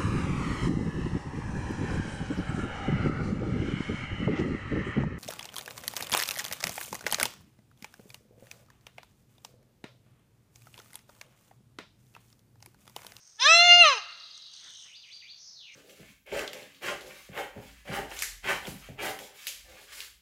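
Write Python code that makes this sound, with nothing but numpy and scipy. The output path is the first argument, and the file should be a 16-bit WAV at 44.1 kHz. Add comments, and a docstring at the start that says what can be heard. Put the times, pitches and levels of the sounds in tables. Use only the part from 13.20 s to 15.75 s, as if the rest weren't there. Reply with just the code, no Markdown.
"""In a spruce forest a fawn gives one loud, nasal bleat that climbs, holds and sinks, and the trunks echo it.
The bleat stacks gliding harmonics, shaped by the throat, and adds hoarse noise.
Farther off a songbird twitters with short chirps, then whistles in wide swoops: warbling tones with echo.
Close by, dry litter rustles, snaps and gives under soft footfalls: shaped noise.
A very quiet floor of steady noise lies under it all."""
import sys
import numpy as np
from scipy import signal
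from scipy.fft import rfft, irfft, next_fast_len
from scipy.io import wavfile
from scipy.ndimage import map_coordinates

SR = 44100
rng = np.random.default_rng(int(sys.argv[2]) if len(sys.argv) > 2 else 0)


def persist_wave(psi):
    """Save psi, clipped to +-1, as 16-bit WAV."""
    counts = np.round(np.clip(psi, -1, 1) * 32767).astype(np.int16)
    wavfile.write(sys.argv[1], SR, np.atleast_2d(counts).T)


N = 112454  # length in samples

# pitch of the bleat: t/s, f/Hz
BLEAT_PITCH = [(.19, 428), (.22, 495.3), (.256, 563), (.282, 621.7), (.305, 648.8), (.336, 670.6),
               (.365, 682.8), (.41, 693.4), (.455, 706.3), (.5, 699.3), (.55, 703.3), (.59, 703.3),
               (.612, 697.2), (.629, 679.8), (.66, 620), (.694, 570.2), (.73, 510), (.756, 456.5),
               (.8, 381.3)]
# effort of the voice, apart from its fundamental: t/s, level/dB
BLEAT_EFFORT = [(.175, -66), (.2, -24.5), (.22, -13), (.255, -6.5), (.32, 1), (.37, -0.5), (.44, 1.5),
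                (.52, 6.5), (.63, 0), (.66, 0.5), (.7, -4), (.735, -11), (.755, -23), (.78, -20.5),
                (.81, -39.5)]
# level of a harmonic after throat and muzzle, at 0 dB effort: f/Hz, level/dB
THROAT_LEVEL = [(350, -54.5), (500, -36.5), (600, -29), (700, -24), (950, -21.5), (1170, -19),
                (1310, -20.5), (1400, -35), (1680, -21.5), (1930, -29.5), (2110, -26), (2260, -33),
                (2520, -18.5), (2800, -21.5), (3100, -21.5), (3370, -28), (3560, -25), (3850, -30),
                (4070, -20.5), (4240, -28.5), (4400, -43.5), (4750, -54), (5030, -24), (5600, -42.5),
                (6000, -32.5), (6270, -33.5), (6600, -50), (6850, -62.5), (7050, -45), (7300, -47),
                (8200, -67.5), (8900, -44), (9400, -73), (10550, -64), (11900, -86), (14100, -74),
                (15500, -100)]
# boost or cut of the treble: t/s, level/dB
TREBLE_LEVEL = [(.2, 8.5), (.26, 1.5), (.33, -4), (.4, 1.5), (.5, -7), (.6, -2.5), (.66, -6), (.74, -1)]
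TREBLE_FROM_HZ, TREBLE_FULL_HZ = 1300, 6000
# level of the nasal resonance: t/s, level/dB
NASAL_LEVEL = [(.21, 10), (.255, 7), (.3, 21), (.5, -1.5), (.64, -3.5), (.68, -11), (.75, -7.5)]
NASAL_HZ, NASAL_WIDTH_HZ = 1720, 88
# level of the throat's strongest resonance: t/s, level/dB
RING_LEVEL = [(.22, -5.5), (.255, -10.5), (.285, 3), (.34, 2.5), (.39, -0.5), (.46, -1), (.5, 3.5),
              (.55, 3.5), (.585, 2.5), (.62, 11.5), (.65, -1.5), (.73, -1)]
RING_HZ, RING_WIDTH_HZ = 2730, 330
# level of the muzzle's resonance, which fades just before the pitch drops: t/s, level/dB
MUZZLE_LEVEL = [(.22, 7), (.27, 8), (.33, 1), (.45, -2), (.55, -6.5), (.58, -11), (.62, -7.5), (.68, -6),
                (.74, -6)]
MUZZLE_HZ, MUZZLE_WIDTH_HZ = 3510, 220
# level of the thin top resonance, strongest while the call climbs: t/s, level/dB
EDGE_LEVEL = [(.2, -5), (.265, -1.5), (.305, 19.5), (.35, 16), (.42, -3.5), (.5, -8.5), (.62, -1.5),
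              (.72, -12.5)]
EDGE_HZ, EDGE_WIDTH_HZ = 7750, 520
# level of the fundamental: t/s, level/dB
FUNDAMENTAL_LEVEL = [(.18, -81.5), (.22, -57.5), (.242, -45.5), (.268, -34.5), (.305, -28.5), (.43, -25),
                     (.6, -24.5), (.65, -25.5), (.694, -34), (.74, -43.5), (.776, -50), (.81, -80)]
# level of the faint undertone against the fundamental: t/s, level/dB
UNDERTONE_LEVEL = [(.24, -54), (.3, -38.5), (.42, -46.5), (.6, -46.5), (.66, -39.5), (.71, -56.5)]
UNDERTONE_BELOW_HZ = 375  # it keeps this far under the pitch
# hoarseness: t/s, amount (0 to 1)
HOARSENESS = [(.19, .55), (.25, 0.277), (.33, 0.052), (.46, 0.026), (.6, 0.012), (.63, 0.028),
              (.66, 0.1324), (.72, 0.21), (.79, 0.39)]
# colour of the hoarse noise: f/Hz, level/dB
RASP_COLOUR = [(30, -92), (150, -78.5), (300, -51), (450, -20), (900, -9.5), (1700, -1.5), (2800, -1.5),
               (4200, 3.5), (6400, -1.5), (6900, -25.5), (8800, -17), (9300, -36.5), (15000, -52.5)]
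RASP_DB = -18
# random unsteadiness of pitch (share) and level, both scaled by hoarseness
JITTER, SHIMMER_DB, SHIMMER_FULL_HZ = 0.013, 14.5, 6000
TOP_FLUTTER_DB, TOP_FLUTTER_RATE = 5, 21.04  # slow uneven swell of the highest harmonics; knots a second
DISPERSION = 0.9  # the throat delays harmonic k by this times k squared (radians)

# echoes of ground and trunks: delay t/s, level/dB
TRUNK_ECHOES = [(.013, -17.5), (.031, -25), (.052, -21.5), (.074, -22.5)]
# time for the near and the far echo to fall by 60 dB: f/Hz, t/s
NEAR_DECAY = [(300, 0.084), (1300, 0.56), (3000, .38), (9000, .3)]
FAR_DECAY = [(300, 1.1), (1300, 1.1), (3000, 1), (9000, 0.25)]
# colour of all the bleat's echoes: f/Hz, level/dB
FOREST_COLOUR = [(300, -5), (700, -12), (850, 1.5), (1100, -12), (1350, 0.5), (2800, -3.5), (4200, -2.5),
                 (6500, 7.5), (10000, -4.5)]
NEAR_DB, FAR_DB = -15.5, -25

# twitter, pairs of a falling and a rising chirp: t/s, middle pitch of the first f/Hz, level/dB before the mix
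BIRD_TWITTER = [(.775, 4460, -41.5), (.884, 4560, -44), (0.996, 4537, -43.5), (1.105, 4475, -44.5),
                (1.218, 4366, -44.5), (1.33, 4380, -45.5), (1.439, 4067, -46.5), (1.55, 3750, -46.5)]
CHIRP_S, ANSWER_S = .018, .037  # length of a chirp; wait from the first to the second
FALL_OCT, RISE_OCT, ANSWER_RATIO = .48, .42, .94  # sweep widths in octaves; pitch of the second to the first
# running warble, swoops and closing buzz: t/s, f/Hz, level/dB before the mix, warble (share of the pitch)
BIRD_WHISTLE = [(.8, 3933, -56, .1), (1.1, 3750, -53.5, .1), (1.3, 3550, -56.5, .1),
                (1.52, 3168, -53.5, .05), (1.67, 2978, -55, 0.042), (1.7, 2150, -56.5, 0.092),
                (1.735, 2850, -50, 0.058), (1.768, 4880, -47.5, 0.021), (1.81, 4683, -63, .03),
                (1.84, 3145, -47.5, 0.068), (1.862, 2100, -60, 0.056), (1.895, 2389, -51, 0.096),
                (1.935, 4690, -45.5, .03), (1.99, 4580, -58, 0.026), (2.025, 2320, -51, .07),
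                (2.065, 2504, -53.5, .07), (2.105, 4577, -44.5, 0.018), (2.17, 4710, -69, 0.049),
                (2.185, 5700, -51.5, 0.097), (2.29, 5400, -47.5, 0.1), (2.34, 4992, -57.5, 0.088),
                (2.37, 4226, -47.5, .04), (2.43, 3168, -51.5, .05), (2.49, 2438, -49.5, .06),
                (2.55, 2144, -58, 0.055)]
CHIRP_WARBLE, WARBLE_RATE = 0.059, 650.5  # share of the pitch; knots a second
# time for the bird's echo to fall by 60 dB: f/Hz, t/s
BIRD_DECAY = [(2000, 0.29), (4000, 0.59), (7000, 0.41)]
BIRD_DRY_DB, BIRD_WET_DB = -4, -3.5

# loudness of the rustle: t/s, level/dB
RUSTLE_LEVEL = [(0, -61.5), (.16, -59), (.25, -63.5), (1.12, -66), (1.17, -57.5), (1.23, -65), (1.31, -64),
                (1.35, -55), (1.55, -54.5), (1.62, -52.5), (1.72, -61), (1.8, -69), (1.88, -67),
                (1.95, -59), (2.05, -79), (2.49, -78), (2.55, -55.5)]
# colour of dry litter: f/Hz, level/dB
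LITTER_COLOUR = [(300, -33), (1500, -11.5), (3500, -25), (5400, 6.5), (6500, 9), (7150, -14.5),
                 (7800, -8.5), (8900, -2.5), (9400, -33), (11000, -28.5), (15000, -40.5)]
# snapping twigs: t/s, level/dB before the shared SNAP_DB
TWIG_SNAPS = [(0.0747, -38), (1.3359, -34), (1.5051, -38), (1.5374, -40), (1.9554, -42)]
SNAP_S, SNAP_DB = .02, -9  # time to fall by 60 dB; shared level
# soft footfalls: t/s, half length/s, level/dB
FOOTFALLS = [(1.468, 0.048, -58.5), (1.668, .012, -62)]
# colour of a footfall: f/Hz, level/dB
FOOTFALL_COLOUR = [(400, -17.5), (1000, -14), (1350, -6), (2000, -2.5), (3000, -20), (8000, -38.5)]

# colour of the quiet floor: f/Hz, level/dB
FLOOR_COLOUR = [(25, -13.5), (80, -1.5), (140, -0.5), (250, -9.5), (700, -9.5), (1700, -9), (3000, -11),
                (4500, -4), (6400, 3), (7200, -17.5), (8800, -23.5), (9600, -21.5), (15500, -23)]
FLOOR_DB = -64.5
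TOP_HZ = 15650  # band limit of the recorder


def amp(db):
    """Turn decibels into a gain."""
    return 10 ** (np.asarray(db) / 20)


def unit(x):
    """Scale a sound to an average strength (rms) of 1."""
    return x / np.sqrt(np.mean(x ** 2) + 1e-20)


def along(points, hz):
    """Read a table of frequencies and values on a log frequency axis."""
    f, v = np.transpose(points)
    return np.interp(np.log(hz + 1), np.log(f + 1), v)


def clock():
    """Time of each sample in seconds."""
    return np.arange(N) / SR


def curve(rows, axis=1):
    """Draw one column of a timed table as a line through its points."""
    table = np.transpose(rows)
    return np.interp(clock(), table[0], table[axis])


def wobble(rate):
    """A smooth random curve through this many random knots a second."""
    knots = rng.standard_normal(N // 8)
    return map_coordinates(knots, [clock() * rate], mode="wrap")


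def filtered(x, response):
    """Multiply each frequency of a sound by its response."""
    m = next_fast_len(N + SR // 2)
    hz = np.fft.rfftfreq(m, 1 / SR)
    return irfft(rfft(x, m) * response(hz), m)[:N]


def noise(spectrum):
    """Random hiss with the given colour, scaled to rms 1."""
    hiss = rng.standard_normal(N)
    return unit(filtered(hiss, lambda hz: amp(along(spectrum, hz))))


def echo(x, decay, build_s):
    """Scatter among the trees: it builds up, then each frequency dies at its own speed."""
    hz, t, z = signal.stft(rng.standard_normal(SR), SR, nperseg=256)
    fade = amp(-60 * t / along(decay, hz)[:, None])
    build = 1 - np.exp(-t / build_s)
    tail = signal.istft(z * fade * build, SR, nperseg=256)[1]
    return signal.fftconvolve(x, tail / np.linalg.norm(tail))[:N]


def bleat():
    """One voice pitch drives the fundamental, overtones and hoarse noise of the call."""
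    rough = np.abs(curve(HOARSENESS))
    pitch = curve(BLEAT_PITCH) * (1 + JITTER * rough * wobble(300))
    phase = 2 * np.pi * np.cumsum(pitch) / SR
    voice = rasp(phase, rough) + overtones(pitch, phase, rough)
    call = fundamental(phase) + voice * amp(curve(BLEAT_EFFORT))
    sounding = (clock() > BLEAT_EFFORT[0][0]) * (clock() < BLEAT_EFFORT[-1][0])
    return call * sounding


def overtones(pitch, phase, rough):
    """Harmonics glide through the throat's resonances; the upper ones waver most where the call is hoarse."""
    treble = curve(TREBLE_LEVEL)
    resonances = [(curve(NASAL_LEVEL), NASAL_HZ, NASAL_WIDTH_HZ),
                  (curve(RING_LEVEL), RING_HZ, RING_WIDTH_HZ),
                  (curve(MUZZLE_LEVEL), MUZZLE_HZ, MUZZLE_WIDTH_HZ),
                  (curve(EDGE_LEVEL), EDGE_HZ, EDGE_WIDTH_HZ)]
    total = np.zeros(N)
    for k in range(2, 23):
        hz = k * pitch
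        height = np.minimum(hz / SHIMMER_FULL_HZ, 1)
        db = along(THROAT_LEVEL, hz)
        for level, centre, width in resonances:
            db += level * np.exp(-((hz - centre) / width) ** 4)
        db += treble * np.interp(hz, [TREBLE_FROM_HZ, TREBLE_FULL_HZ], [0, 1])
        db += SHIMMER_DB * rough * height * np.tanh(wobble(200))
        db += TOP_FLUTTER_DB * height ** 2 * wobble(TOP_FLUTTER_RATE)
        total += np.sqrt(2) * amp(db) * np.sin(k * phase - DISPERSION * k * k)
    return total


def rasp(phase, rough):
    """Hoarse noise that swells and sinks once in each cycle of the voice."""
    return amp(RASP_DB) * rough * noise(RASP_COLOUR) * (1 + .5 * np.cos(phase))


def fundamental(phase):
    """The voice's lowest harmonic, with a faint undertone a fixed number of hertz below it."""
    undertone = np.sin(phase - 2 * np.pi * UNDERTONE_BELOW_HZ * clock())
    tones = np.sin(phase) + amp(curve(UNDERTONE_LEVEL)) * undertone
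    return np.sqrt(2) * amp(curve(FUNDAMENTAL_LEVEL)) * tones


def forest(x):
    """A few distinct reflections, a dense near echo and a faint long one."""
    trunks = sum(amp(db) * np.interp(clock() - s, clock(), x, left=0) for s, db in TRUNK_ECHOES)
    near = amp(NEAR_DB) * echo(x, NEAR_DECAY, build_s=0.01)
    far = amp(FAR_DB) * echo(x, FAR_DECAY, build_s=0.038)
    return filtered(trunks + near + far, lambda hz: amp(along(FOREST_COLOUR, hz)))


def bird():
    """A distant songbird: whistled tones and chirps, blended with their echo among the trees."""
    song = amp(curve(BIRD_WHISTLE, axis=2)) * whistle(curve(BIRD_WHISTLE), curve(BIRD_WHISTLE, axis=3))
    song *= clock() > BIRD_WHISTLE[0][0]
    for s, hz, db in BIRD_TWITTER:
        falling = chirp(s, hz, -FALL_OCT)
        rising = chirp(s + ANSWER_S, hz * ANSWER_RATIO, RISE_OCT)
        song += amp(db) * (falling + rising)
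    return amp(BIRD_DRY_DB) * song + amp(BIRD_WET_DB) * echo(song, BIRD_DECAY, build_s=0.0077)


def whistle(hz, warble):
    """A pure tone of rms 1 whose pitch wavers quickly and unevenly."""
    wavering = hz * (1 + warble * wobble(WARBLE_RATE))
    return np.sqrt(2) * np.sin(2 * np.pi * np.cumsum(wavering) / SR)


def chirp(start, hz, octaves):
    """One short whistle that sweeps in pitch while it swells and fades."""
    progress = np.clip((clock() - start) / CHIRP_S, 0, 1)
    sweep = hz * 2 ** (octaves * (progress - .5))
    return np.sin(np.pi * progress) * whistle(sweep, CHIRP_WARBLE)


def litter():
    """Dry needles rustle as grainy noise, twigs snap in fast-fading bursts, footfalls swell softly."""
    t = clock()
    grains = amp(3 * wobble(350))
    rustle = amp(curve(RUSTLE_LEVEL)) * unit(grains * noise(LITTER_COLOUR))
    bursts = sum(amp(db + SNAP_DB - 60 * np.abs(t - s) / SNAP_S) * (t >= s) for s, db in TWIG_SNAPS)
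    swells = sum(amp(db) / (1 + ((t - s) / half) ** 2) for s, half, db in FOOTFALLS)
    return rustle + bursts * noise(LITTER_COLOUR) + swells * noise(FOOTFALL_COLOUR)


def still_air():
    """The quiet floor of the forest: steady coloured noise."""
    return amp(FLOOR_DB) * noise(FLOOR_COLOUR)


def scene():
    """Fawn and its echoes, bird and litter over the still air of the forest."""
    call = bleat()
    return (call + forest(call) + bird() + litter() + still_air())[None]


def record(dry):
    """The recorder keeps nothing above its band limit."""
    return filtered(dry[0], lambda hz: hz < TOP_HZ)[None]


dry = scene()
out = record(dry)
persist_wave(out)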